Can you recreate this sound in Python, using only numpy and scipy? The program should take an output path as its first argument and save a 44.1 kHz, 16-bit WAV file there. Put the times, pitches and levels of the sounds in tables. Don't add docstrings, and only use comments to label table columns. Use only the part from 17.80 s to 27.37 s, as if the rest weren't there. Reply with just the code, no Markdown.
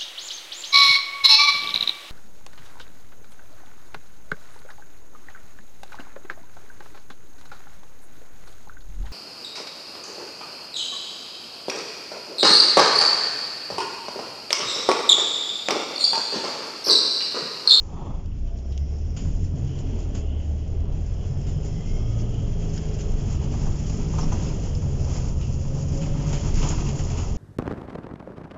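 import sys
import numpy as np
from scipy import signal
from scipy.fft import rfft, irfft, next_fast_len
from scipy.io import wavfile
from scipy.ndimage import map_coordinates

SR = 44100
rng = np.random.default_rng(int(sys.argv[2]) if len(sys.argv) > 2 else 0)


def to_wav(s):
    ch = np.atleast_2d(s).T
    pcm = np.round(np.clip(ch, -1, 1) * 32767)
    wavfile.write(sys.argv[1], SR, pcm.astype(np.int16))


N = 422037
TIME = np.arange(N) / SR

# t/s, rate/(turns/s)
SHAFT_SPEED = [(0, 11), (.2, 11.3), (1, 17.4), (1.6, 21.4), (2, 22.8), (2.5, 18), (2.8, 18.7), (3.5, 22),
               (4.1, 27), (4.55, 29.3), (5.35, 23.3), (5.7, 22.9), (6.55, 26.3), (7.15, 22.2), (7.5, 21.6),
               (8.2, 23.2), (8.9, 24.5), (9.3, 21.7), (9.57, 20.5)]
# t/s, v/(km/h)
ROAD_SPEED = [(0, 3), (2, 10.5), (2.9, 11.5), (4.7, 22), (6.4, 24.4), (6.85, 26.2), (8, 29.45), (8.6, 31),
              (9.57, 32)]
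CRUISE_KMH, CRUISE_TURNS_PER_S = 25, 23
# middle t/s, length/s, gain/dB of body heave, tyres, panels, trim, engine cover
ROAD_STRETCHES = [(.5, 0.18, 5.5, -5.5, 15, -3.5, -2), (1.54, 0.41, 5.5, 0, -1.5, 5.5, 1),
                  (2.12, 0.43, -1.5, 4.5, 6, 5, 5), (3.07, 0.16, 3.5, 1, 14.5, -4.5, 1.5),
                  (3.35, 0.15, -3, -2.5, 10, -1.5, 0), (3.74, 0.93, 0, 1.5, -3.5, 3, 1.5),
                  (5.08, 0.55, -1, 1, -2.5, 2.5, 3.5), (5.72, 0.56, 2.5, 1.5, 8, 4.5, 4.5),
                  (6.13, 0.13, 1.5, 0, 2, 5, 2), (6.48, 0.54, 4, 3, 10, 7, 7),
                  (7.35, 0.2, 1, 0, 6.5, 6, 3.5), (7.65, 0.45, 0, -1.5, 0, 0.5, -2),
                  (8.42, 0.27, 2, 1.5, 5, 3, 6), (8.88, 0.44, 1.5, 0.5, 9.5, 8.5, 10),
                  (9.37, 0.16, -4, 1, 6.5, 3.5, 4.5)]

# f/Hz, relative density/dB
RUMBLE_SPECTRUM = [(6, -26.5), (16, 2), (28, 2.5), (46, -4.5), (63, -3), (73, 2.5), (84, -0.5), (96, 1),
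                   (115, -6.5), (160, -39.5)]
DRONE_SPECTRUM = [(80, -38), (115, -5), (135, 0), (157, 3.5), (172, -2), (220, -4), (252, -7), (272, -7),
                  (305, -11), (350, -22.5), (500, -56)]
TYRE_SPECTRUM = [(220, -45), (325, -0.5), (430, 2), (500, -7.5), (545, -3.5), (620, -6), (720, -8.5),
                 (900, -17), (1400, -24), (3000, -61)]
PANEL_SPECTRUM = [(450, -22.5), (780, 2), (950, 5.5), (1100, -2), (1280, 1.5), (1480, -10), (1900, -25.5),
                  (3000, -21.5), (6000, -62.5)]
TRIM_SPECTRUM = [(1200, -37.5), (2000, -13), (2900, -6.5), (3800, -16), (4500, -6), (5100, 1.5),
                 (6000, 1.5), (6600, 4.5), (7100, 5), (7450, -7.5), (7750, -43.5), (8100, -47.5)]
COVER_SPECTRUM = [(900, -26), (1500, -0.5), (1850, -0.5), (2120, 0.5), (2350, -0.5), (2700, 4),
                  (3000, -2.5), (3250, 3), (3700, -8), (4400, -5.5), (4850, -7), (5200, -2.5), (5600, -13),
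                  (8000, -30.5)]
TICK_SPECTRUM = [(900, -24), (2200, -9), (2800, 3.5), (3900, -0.5), (5100, 2), (6500, 3), (7450, -5),
                 (8000, -32)]
RATTLE_SPECTRUM = [(300, -32.5), (800, -2), (1600, -6), (2400, -1), (3100, 2), (3900, -10.5), (5100, -0.5),
                   (6000, -5), (6900, 6), (7450, -5.5), (8000, -41.5)]
BUZZ_SPECTRUM = [(150, -4), (350, 3.5), (480, -5.5), (700, -5.5), (890, -0.5), (1000, -4), (1130, -5),
                 (1300, -11), (1550, -28), (2300, -26.5), (3000, -29), (3400, -19), (3800, -35),
                 (7500, -42)]

# f/Hz, bandwidth/Hz, relative level/dB
KNOCK_MODES = [(554, 300, -6), (770, 90, -0.5), (880, 51, -4.5), (967, 46, -4), (1060, 40, -7.5),
               (1360, 71, -11.5), (1490, 150, -14)]
INTAKE_LOW_MODES = [(2090, 51, -6.5), (2540, 100, -11), (2874, 220, 1.5), (3164, 430, -1.5)]
INTAKE_HIGH_MODES = [(4960, 280, -3.5), (5620, 340, -0.5)]
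GEAR_CASE_MODES = [(1280, 110, -2.5), (3220, 60, 5)]
CABIN_MODES = [(20.8, 4.9, -33.5), (28, 5.9, -24.5), (34.2, 1.3, -38), (41.3, 5.5, -32.5), (48.3, 9.9, -34),
               (57, 2, -39), (72.4, 17, -28), (88, 7.6, -35), (115.4, 11, -28), (135.8, 11.4, -23),
               (155.6, 11, -28)]
# f/Hz, bandwidth/Hz
CABIN_NULLS = [(32.2, 1.5), (45.2, 1.9), (53, 2.2)]

# t/s, rise/s, f/Hz, peak level/dB
BUMP_BOOMS = [(1.45, .012, 145, -28), (1.735, 0.0096, 140, -20), (1.825, 0.018, 132, -23),
              (2.116, 0.019, 223, -30.5), (2.339, 0.013, 190, -30), (3.495, 0.015, 130, -23.5),
              (3.745, 0.025, 148, -22), (3.985, .014, 165, -28), (5.289, 0.045, 28.5, -21),
              (5.83, 0.042, 21.5, -18.5), (6.46, .03, 20, -15), (8.214, 0.02, 150, -20),
              (8.46, 0.024, 145, -23), (8.68, 0.096, 26, -17.5), (8.815, 0.021, 149, -20.5),
              (9.086, 0.01, 210, -24)]
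# t/s, relative level/dB, ring f/Hz, ring level/dB re the tick, ring T60/s
FITTING_CLICKS = [(0.459, -40, 3000, -12, .04), (0.672, -51, 2980, 0, .2), (0.786, -46, 6600, -10, 0.2),
                  (0.921, -45, 3100, -4, 0.38), (0.977, -22.5, 3060, -11, 0.024),
                  (1.9879, -36.5, 6950, -5, .12), (3.8456, -47, 6950, 4, 0.15),
                  (4.939, -37, 6500, 2.5, 0.082), (4.972, -42, 1610, 2, 0.14), (4.978, -31, 5200, 2, 0.058),
                  (5.209, -35.5, 6160, 3.5, .07), (6.0968, -39, 7100, -7, 0.091),
                  (6.645, -35, 5400, -6, .06), (6.66, -44, 2650, 5, 0.093), (6.9503, -32.5, 5200, 0, 0.051),
                  (7.612, -42, 2780, 3, 0.3), (8.007, -41.5, 6770, 3, 0.046), (8.4928, -34, 6900, 2, 0.055),
                  (8.559, -39, 2950, 4.5, 0.055), (8.816, -37, 2690, 4.5, 0.081),
                  (8.8865, -29, 6720, 7, 0.14), (8.962, -44, 2780, 2, 0.11), (9.005, -41, 2600, 7.5, 0.088),
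                  (9.051, -31, 5560, -3, 0.068), (9.065, -39, 2700, 6, 0.086),
                  (9.087, -40, 2740, 1.5, 0.11), (9.1567, -32, 6840, 0, 0.054), (9.207, -44, 2800, 0, .07),
                  (9.237, -32.5, 6740, 3, .045), (9.392, -47, 2650, 0, 0.084)]
# t/s, relative level/dB, knock gain/dB, thump gain/dB, rattle T60/s
PANEL_JOLTS = [(1.363, -30.5, -8, -2, 0.39), (1.448, -41, 2.5, 6.5, 0.52), (2.347, -30, -5, 0.5, 0.28),
               (3.667, -36, -5, -3, 0.5), (5.187, -33, -28, -5, 0.34), (5.574, -49, -12, 4, 0.2),
               (6.618, -35.5, -4, -5, 0.96), (7.293, -36.5, -6, -1, 0.3), (7.351, -36, 1, 2, 1),
               (8.215, -30.5, -12, 1, 0.42), (8.259, -30.5, -2, -1, 0.11), (8.526, -25, -3.5, -7, 0.45),
               (8.707, -43, -5, 4, 0.21), (8.77, -29, -27, 3, 0.34), (8.826, -22, -5, -4, 0.18),
               (8.901, -25.5, -1.5, -6, 0.18), (9.087, -27.5, -7, -6, 0.23), (9.19, -27.5, -7, -5, 0.27),
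               (9.299, -29, -6, -6, 0.17), (9.372, -26.5, -11, -3.5, 0.28)]
# t/s, level/dB, f/Hz, jingle level/dB, jingle f/Hz, jingle T60/s
METAL_CLANKS = [(5.736, -35.5, 953, -55, 6100, 0.1), (5.865, -35, 967, -43, 6100, .1),
                (6.334, -34, 1038, -54, 6100, .1), (6.383, -26.5, 1027, -41, 6100, 0.17),
                (6.407, -48, 1050, -41, 5450, 0.23), (6.429, -33.5, 1114, -41, 5570, .2),
                (6.52, -27.5, 1030, -36, 6230, 0.12)]
# frequency ratio, relative level/dB, T60/s
METAL_MODES = [(.85, -3.5, .09), (1, -2.5, 0.086), (1.17, -6.5, 0.085), (2.15, -22.5, .07), (2.7, -21, .08),
               (3.2, -18.5, 0.076)]
# middle t/s, length/s, f/Hz, level/dB
WALL_HUMS = [(2.108, 1, 270, -42), (5.099, 0.94, 421, -50), (6.5, 0.58, 290, -44), (6.557, 0.33, 532, -55),
             (8.341, 0.59, 275, -40.5), (8.914, 0.43, 319, -40.5)]
# middle t/s, length/s, gain/dB of the low modes, of the high modes
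INTAKE_SURGES = [(1.05, 0.98, -5, 14.5), (2.03, 0.3, 7, 7.5), (2.55, 0.34, 11.5, -11), (3.5, 0.46, -1, 6),
                 (4.2, 0.3, -0.5, 11)]
# start t/s, loudest t/s, end t/s, level/dB
INTAKE_WHISTLES = [(0.694, 1.148, 1.45, -68), (3.2, 3.9, 4.36, -62.5)]
# start t/s, loudest t/s, end t/s, cycles per turn, level/dB, flutter depth
GEARBOX_WHINES = [(.8, 1, 1.3, 117.5, -70, .9), (3.05, 3.35, 3.9, 78.5, -70.5, 1),
                  (3.82, 4.1, 4.54, 78.5, -59, 1), (3.98, 4.17, 4.42, 116.5, -57.5, 2),
                  (3.95, 4.33, 4.8, 44, -62, 2), (3.9, 3.9, 4, 15.1, -40.5, .2)]
# start t/s, loudest t/s, end t/s, level/dB
AXLE_WHINES = [(4.3, 5.098, 6.4, -45.5), (6.544, 6.951, 7.15, -46), (7.026, 7.303, 7.7, -46),
               (7.6, 8.34, 8.76, -43)]
# order, relative level/dB
WEAK_ORDERS = [(3, -8.5), (5, -8.5), (7, -12), (8, -14), (9, -20.5), (10, -21), (12, -26), (14, -29),
               (16, -22.5), (18, -31.5)]
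# order, level/dB, idle gain/dB, gain/dB per road speed doubling
STRONG_ORDERS = [(1, -3, -2, 1.5), (2, 1, -2, 0.5), (4, -0.56, -12, -1), (6, -7.5, 1, 3)]
# middle t/s, length/s, order, level/dB
LOAD_DRONES = [(3.6, .6, 4, -34), (5.35, .5, 4, -36), (5.65, .5, 3.25, -35), (6.35, .5, 6, -34),
               (6.9, .4, 4, -33), (4.95, .4, 6, -35), (7.3, .8, 3.25, -27.5), (7.9, .4, 6, -33),
               (8.12, .4, 7, -34), (8.45, .5, 6, -31)]


def amp(db):
    return 10 ** (np.asarray(db) / 20)


def unit(x):
    return x / np.sqrt(np.mean(x ** 2) + 1e-20)


def curve(rows):
    return np.interp(TIME, *np.transpose(rows))


def wobble(rate):
    knots = rng.standard_normal(int(N * rate / SR) + 4)
    return map_coordinates(knots, [TIME * rate], mode="nearest")


def swells(rows):
    return sum(np.outer(heights, .5 ** ((2 * (TIME - s) / length) ** 2)) for s, length, *heights in rows)


def gate(start, attack, end, release):
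    return np.clip(np.minimum((TIME - start) / attack, (end - TIME) / release), 0, 1)


def add(track, s, sound):
    part = track[max(0, round(s * SR)):][:len(sound)]
    part += sound[:len(part)]


def filtered(x, response):
    m = next_fast_len(len(x) + 8192)
    return irfft(rfft(x, m) * response(np.fft.rfftfreq(m, 1 / SR)), m)[:len(x)]


def coloured(x, spectrum):
    f, db = np.transpose(spectrum)
    return unit(filtered(x, lambda hz: amp(np.interp(np.log(hz + 1), np.log(f), db, -120, -120))))


def noise(spectrum, n=N):
    return coloured(rng.standard_normal(n), spectrum)


def resonant(x, modes):
    return unit(filtered(x, lambda f: sum(
        (-1) ** k * amp(db) * 1j * f * width / (hz * hz - f * f + 1j * f * width)
        for k, (hz, width, db) in enumerate(modes))))


def ringing(modes, n=N):
    return resonant(rng.standard_normal(n), modes)


def contacts(rate, spread_db, t60):
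    hits = (rng.random(N) < rate / SR) * amp(spread_db * np.clip(rng.standard_normal(N), -2, 2))
    decay = amp(-60 * TIME[:SR // 4] / t60)
    energy = signal.fftconvolve(hits ** 2, decay ** 2)[:N]
    return unit(np.sqrt(np.abs(energy)))


def firing(angle, depth_db):
    return unit(amp(depth_db * np.cos(2 * angle)))


def road(angle, kmh, heave_db, tyre_db):
    doublings = np.log2(kmh / CRUISE_KMH)
    rumble = noise(RUMBLE_SPECTRUM) * amp(-29.5 + 2.5 * doublings + heave_db)
    drone = noise(DRONE_SPECTRUM) * amp(-35.3 + 4 * doublings + heave_db)
    roar_db = -43 + 3 * doublings + tyre_db + 1.2 * wobble(14)
    return rumble + drone + noise(TYRE_SPECTRUM) * firing(angle, depth_db=-0.6) * amp(roar_db)


def booms():
    out, t = np.zeros(N), TIME[:SR // 2]
    for s, rise, hz, db in BUMP_BOOMS:
        envelope = (t / rise * np.exp(1 - t / rise)) ** 2
        add(out, s, amp(db) * envelope * np.sin(2 * np.pi * (hz * t + rng.random())))
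    return out


def loose_parts(angle, kmh, panel_db, trim_db, cover_db):
    excess_kmh, jiggle = kmh - CRUISE_KMH, wobble(22)
    panels = noise(PANEL_SPECTRUM) * unit(0.82 + contacts(rate=68, spread_db=-3, t60=0.21))
    trim = noise(TRIM_SPECTRUM) * unit(3.5 + contacts(rate=92, spread_db=9.5, t60=0.047))
    cover = noise(COVER_SPECTRUM) * firing(angle, depth_db=-1)
    return (panels * amp(-58.5 + 1.03 * excess_kmh + panel_db + 1.5 * jiggle)
            + trim * amp(-53 + 0.66 * excess_kmh + trim_db + 1.8 * jiggle)
            + cover * amp(-57.5 + 0.33 * excess_kmh + cover_db + 1.1 * jiggle))


def clicks(ring_width_hz=200, tick_share=0.27):
    out, t = np.zeros(N), TIME[:SR // 4]
    for s, db, hz, ring_db, t60 in FITTING_CLICKS:
        fade_db = -60 * t / t60
        tick = noise(TICK_SPECTRUM, len(t)) * amp(fade_db / tick_share)
        ring = ringing([(hz, ring_width_hz, 0)], len(t)) * amp(ring_db + fade_db)
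        add(out, s, amp(db - 7.5) * (tick + ring) * (1 - np.exp(-t / 0.00033)))
    return out


def jolts(knock_t60=0.2, thump_t60=0.25):
    panels, thumps, t = np.zeros(N), np.zeros(N), TIME[:SR // 2]
    for s, db, knock_db, thump_db, t60 in PANEL_JOLTS:
        onset = amp(db) * (1 - np.exp(-t / 0.0014))
        rattle = noise(RATTLE_SPECTRUM, len(t)) * amp(-12 - 60 * t / t60)
        knock = ringing(KNOCK_MODES, len(t)) * amp(knock_db - 7 - 60 * t / knock_t60)
        thump = noise(DRONE_SPECTRUM, len(t)) * amp(thump_db - 60 * t / thump_t60)
        add(panels, s, onset * (rattle + knock))
        add(thumps, s, onset * thump)
    return thumps + panels * unit(5 + contacts(rate=110, spread_db=3, t60=0.046))


def clanks(jingle_width_hz=320, detune=0.022):
    rings, jingles, t = np.zeros(N), np.zeros(N), TIME[:SR // 3]
    for s, db, hz, jingle_db, jingle_hz, jingle_t60 in METAL_CLANKS:
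        ring = np.zeros(len(t))
        for ratio, mode_db, t60 in METAL_MODES:
            mode_hz = ratio * hz * (1 + detune * rng.standard_normal())
            ring += amp(mode_db - 60 * t / t60) * np.sin(2 * np.pi * mode_hz * t)
        scrape = ringing(KNOCK_MODES, len(t)) * amp(-4.5 - 60 * t / 0.12)
        add(rings, s, amp(db) * (ring + scrape) * (1 - np.exp(-t / 0.0015)))
        jingle = ringing([(jingle_hz, jingle_width_hz, 0)], len(t))
        add(jingles, s, jingle * amp(jingle_db - 60 * t / jingle_t60) * (1 - np.exp(-t / 0.0014)))
    return rings + jingles * unit(4 + contacts(rate=170, spread_db=7, t60=0.02))


def moving_off(angle, fade_db_per_s=31.5):
    hiss = noise(TRIM_SPECTRUM) * amp(-59)
    idle_chatter = noise(PANEL_SPECTRUM) * amp(-58.5)
    buzz = noise(BUZZ_SPECTRUM) * amp(-41.5)
    shudder = noise(DRONE_SPECTRUM) * amp(-35.5)
    judder = firing(angle, depth_db=2.5) * gate(start=0.035, attack=0.16, end=0.448, release=0.14)
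    return (hiss + idle_chatter) * amp(-fade_db_per_s * TIME) + (buzz + shudder) * judder


def walls(angle, width_hz=30):
    out = np.zeros(N)
    for s, length, hz, db in WALL_HUMS:
        hum = resonant(ringing([(hz, 2 * width_hz, 0)]), [(hz, width_hz, 0)])
        out += hum * swells([(s, length, amp(db))])[0]
    return out * firing(angle, depth_db=5.5)


def whistle(hz=5220, width_hz=110):
    tone = resonant(ringing([(hz, 3 * width_hz, 0)]), [(hz, width_hz, 0)])
    return tone * sum(amp(db) * np.sqrt(gate(start, loudest - start, end, end - loudest))
                      for start, loudest, end, db in INTAKE_WHISTLES)


def intake(speed, db_per_doubling=11.5):
    low = unit(ringing(INTAKE_LOW_MODES) + 0.22 * noise(COVER_SPECTRUM))
    high = unit(ringing(INTAKE_HIGH_MODES) + 0.22 * noise(COVER_SPECTRUM))
    low = coloured(low, [(1500, -13), (2000, -2), (3350, -1), (3800, -11.5), (5000, -35.5)])
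    high = coloured(high, [(3500, -20), (4900, -3), (6200, 2), (7500, -15)])
    low_db, high_db = swells(INTAKE_SURGES) + db_per_doubling * np.log2(speed / CRUISE_TURNS_PER_S)
    return low * amp(-64.5 + low_db + 2.5 * wobble(12)) + high * amp(-72 + high_db)


def whine(hz, start, loudest, end, db, depth, swell_db=10.5, edge_s=0.12):
    flutter_rate = np.interp(loudest, TIME, hz) / 17
    flutter = 1 + depth * (wobble(flutter_rate) + 1j * wobble(flutter_rate))
    tone = unit((flutter * np.exp(2j * np.pi * np.cumsum(hz) / SR)).real)
    level_db = db + np.interp(TIME, [start, loudest, end], [-swell_db, 0, -swell_db])
    return tone * gate(start, edge_s, end, edge_s) * amp(level_db + 1.4 * wobble(11))


def gears(speed, kmh, axle_hz_per_kmh=18.4):
    gearbox = sum(whine(teeth * speed, start, loudest, end, db, depth)
                  for start, loudest, end, teeth, db, depth in GEARBOX_WHINES)
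    axle = sum(whine(axle_hz_per_kmh * kmh, *row, depth=0.5) for row in AXLE_WHINES)
    slip_hz = 678 - 50.2 * (TIME - 0.59)
    slip = whine(slip_hz, start=0.59, loudest=0.59, end=1.1, db=-54.5, depth=0.43)
    case = ringing(GEAR_CASE_MODES) * swells([(4.65, 1.5, amp(-61.5))])[0]
    return gearbox + case + axle + slip


def cabin_gain(hz):
    def lorentzian(centre, width):
        return 1 / (1 + (2 * (hz - centre) / width) ** 2)
    peaks = sum(amp(db) * lorentzian(centre, width) for centre, width, db in CABIN_MODES)
    return peaks * np.prod([1 - lorentzian(*null) for null in CABIN_NULLS], axis=0)


def engine(angle, speed, kmh, throttle_open_s=0.79):
    idling = np.interp(TIME, [0, throttle_open_s], [1, 0])
    road_doublings = np.log2(kmh / CRUISE_KMH)
    weak_gain = amp(-35.5 + 9.5 * np.log2(speed / CRUISE_TURNS_PER_S))
    gains = {order: amp(db) * weak_gain for order, db in WEAK_ORDERS}
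    for order, db, idle_db, growth_db in STRONG_ORDERS:
        drive = amp(db + idle_db * idling + growth_db * road_doublings)
        gains[order] = drive * cabin_gain(order * speed)
    for s, length, order, db in LOAD_DRONES:
        gains[order] = np.hypot(gains.get(order, 0), swells([(s, length, amp(db))])[0])
    out = np.zeros(N)
    for order, gain in gains.items():
        tone = np.sin(order * angle + rng.uniform(0, 2 * np.pi))
        out += gain * unit(tone * amp(1.5 * wobble(9)))
    throb = unit(amp(2.5 * np.cos(angle / 2)))
    return out * throb


def scene():
    speed, kmh = curve(SHAFT_SPEED), curve(ROAD_SPEED)
    heave_db, tyre_db, *shake_db = swells(ROAD_STRETCHES)
    hunting = 1 + 0.0024 * wobble(7)
    angle = 2 * np.pi * np.cumsum(speed * hunting) / SR
    drive = engine(angle, speed, kmh) + walls(angle) + intake(speed) + whistle()
    drive += gears(speed, kmh) + moving_off(angle)
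    rattles = loose_parts(angle, kmh, *shake_db) + clicks() + jolts() + clanks()
    return (drive + road(angle, kmh, heave_db, tyre_db) + booms() + rattles)[None]


def record(dry):
    cutoff_hz = 7650
    return filtered(dry[0], lambda hz: 1 / np.sqrt(1 + (hz / cutoff_hz) ** 160))[None]


dry = scene()
out = record(dry)
to_wav(out)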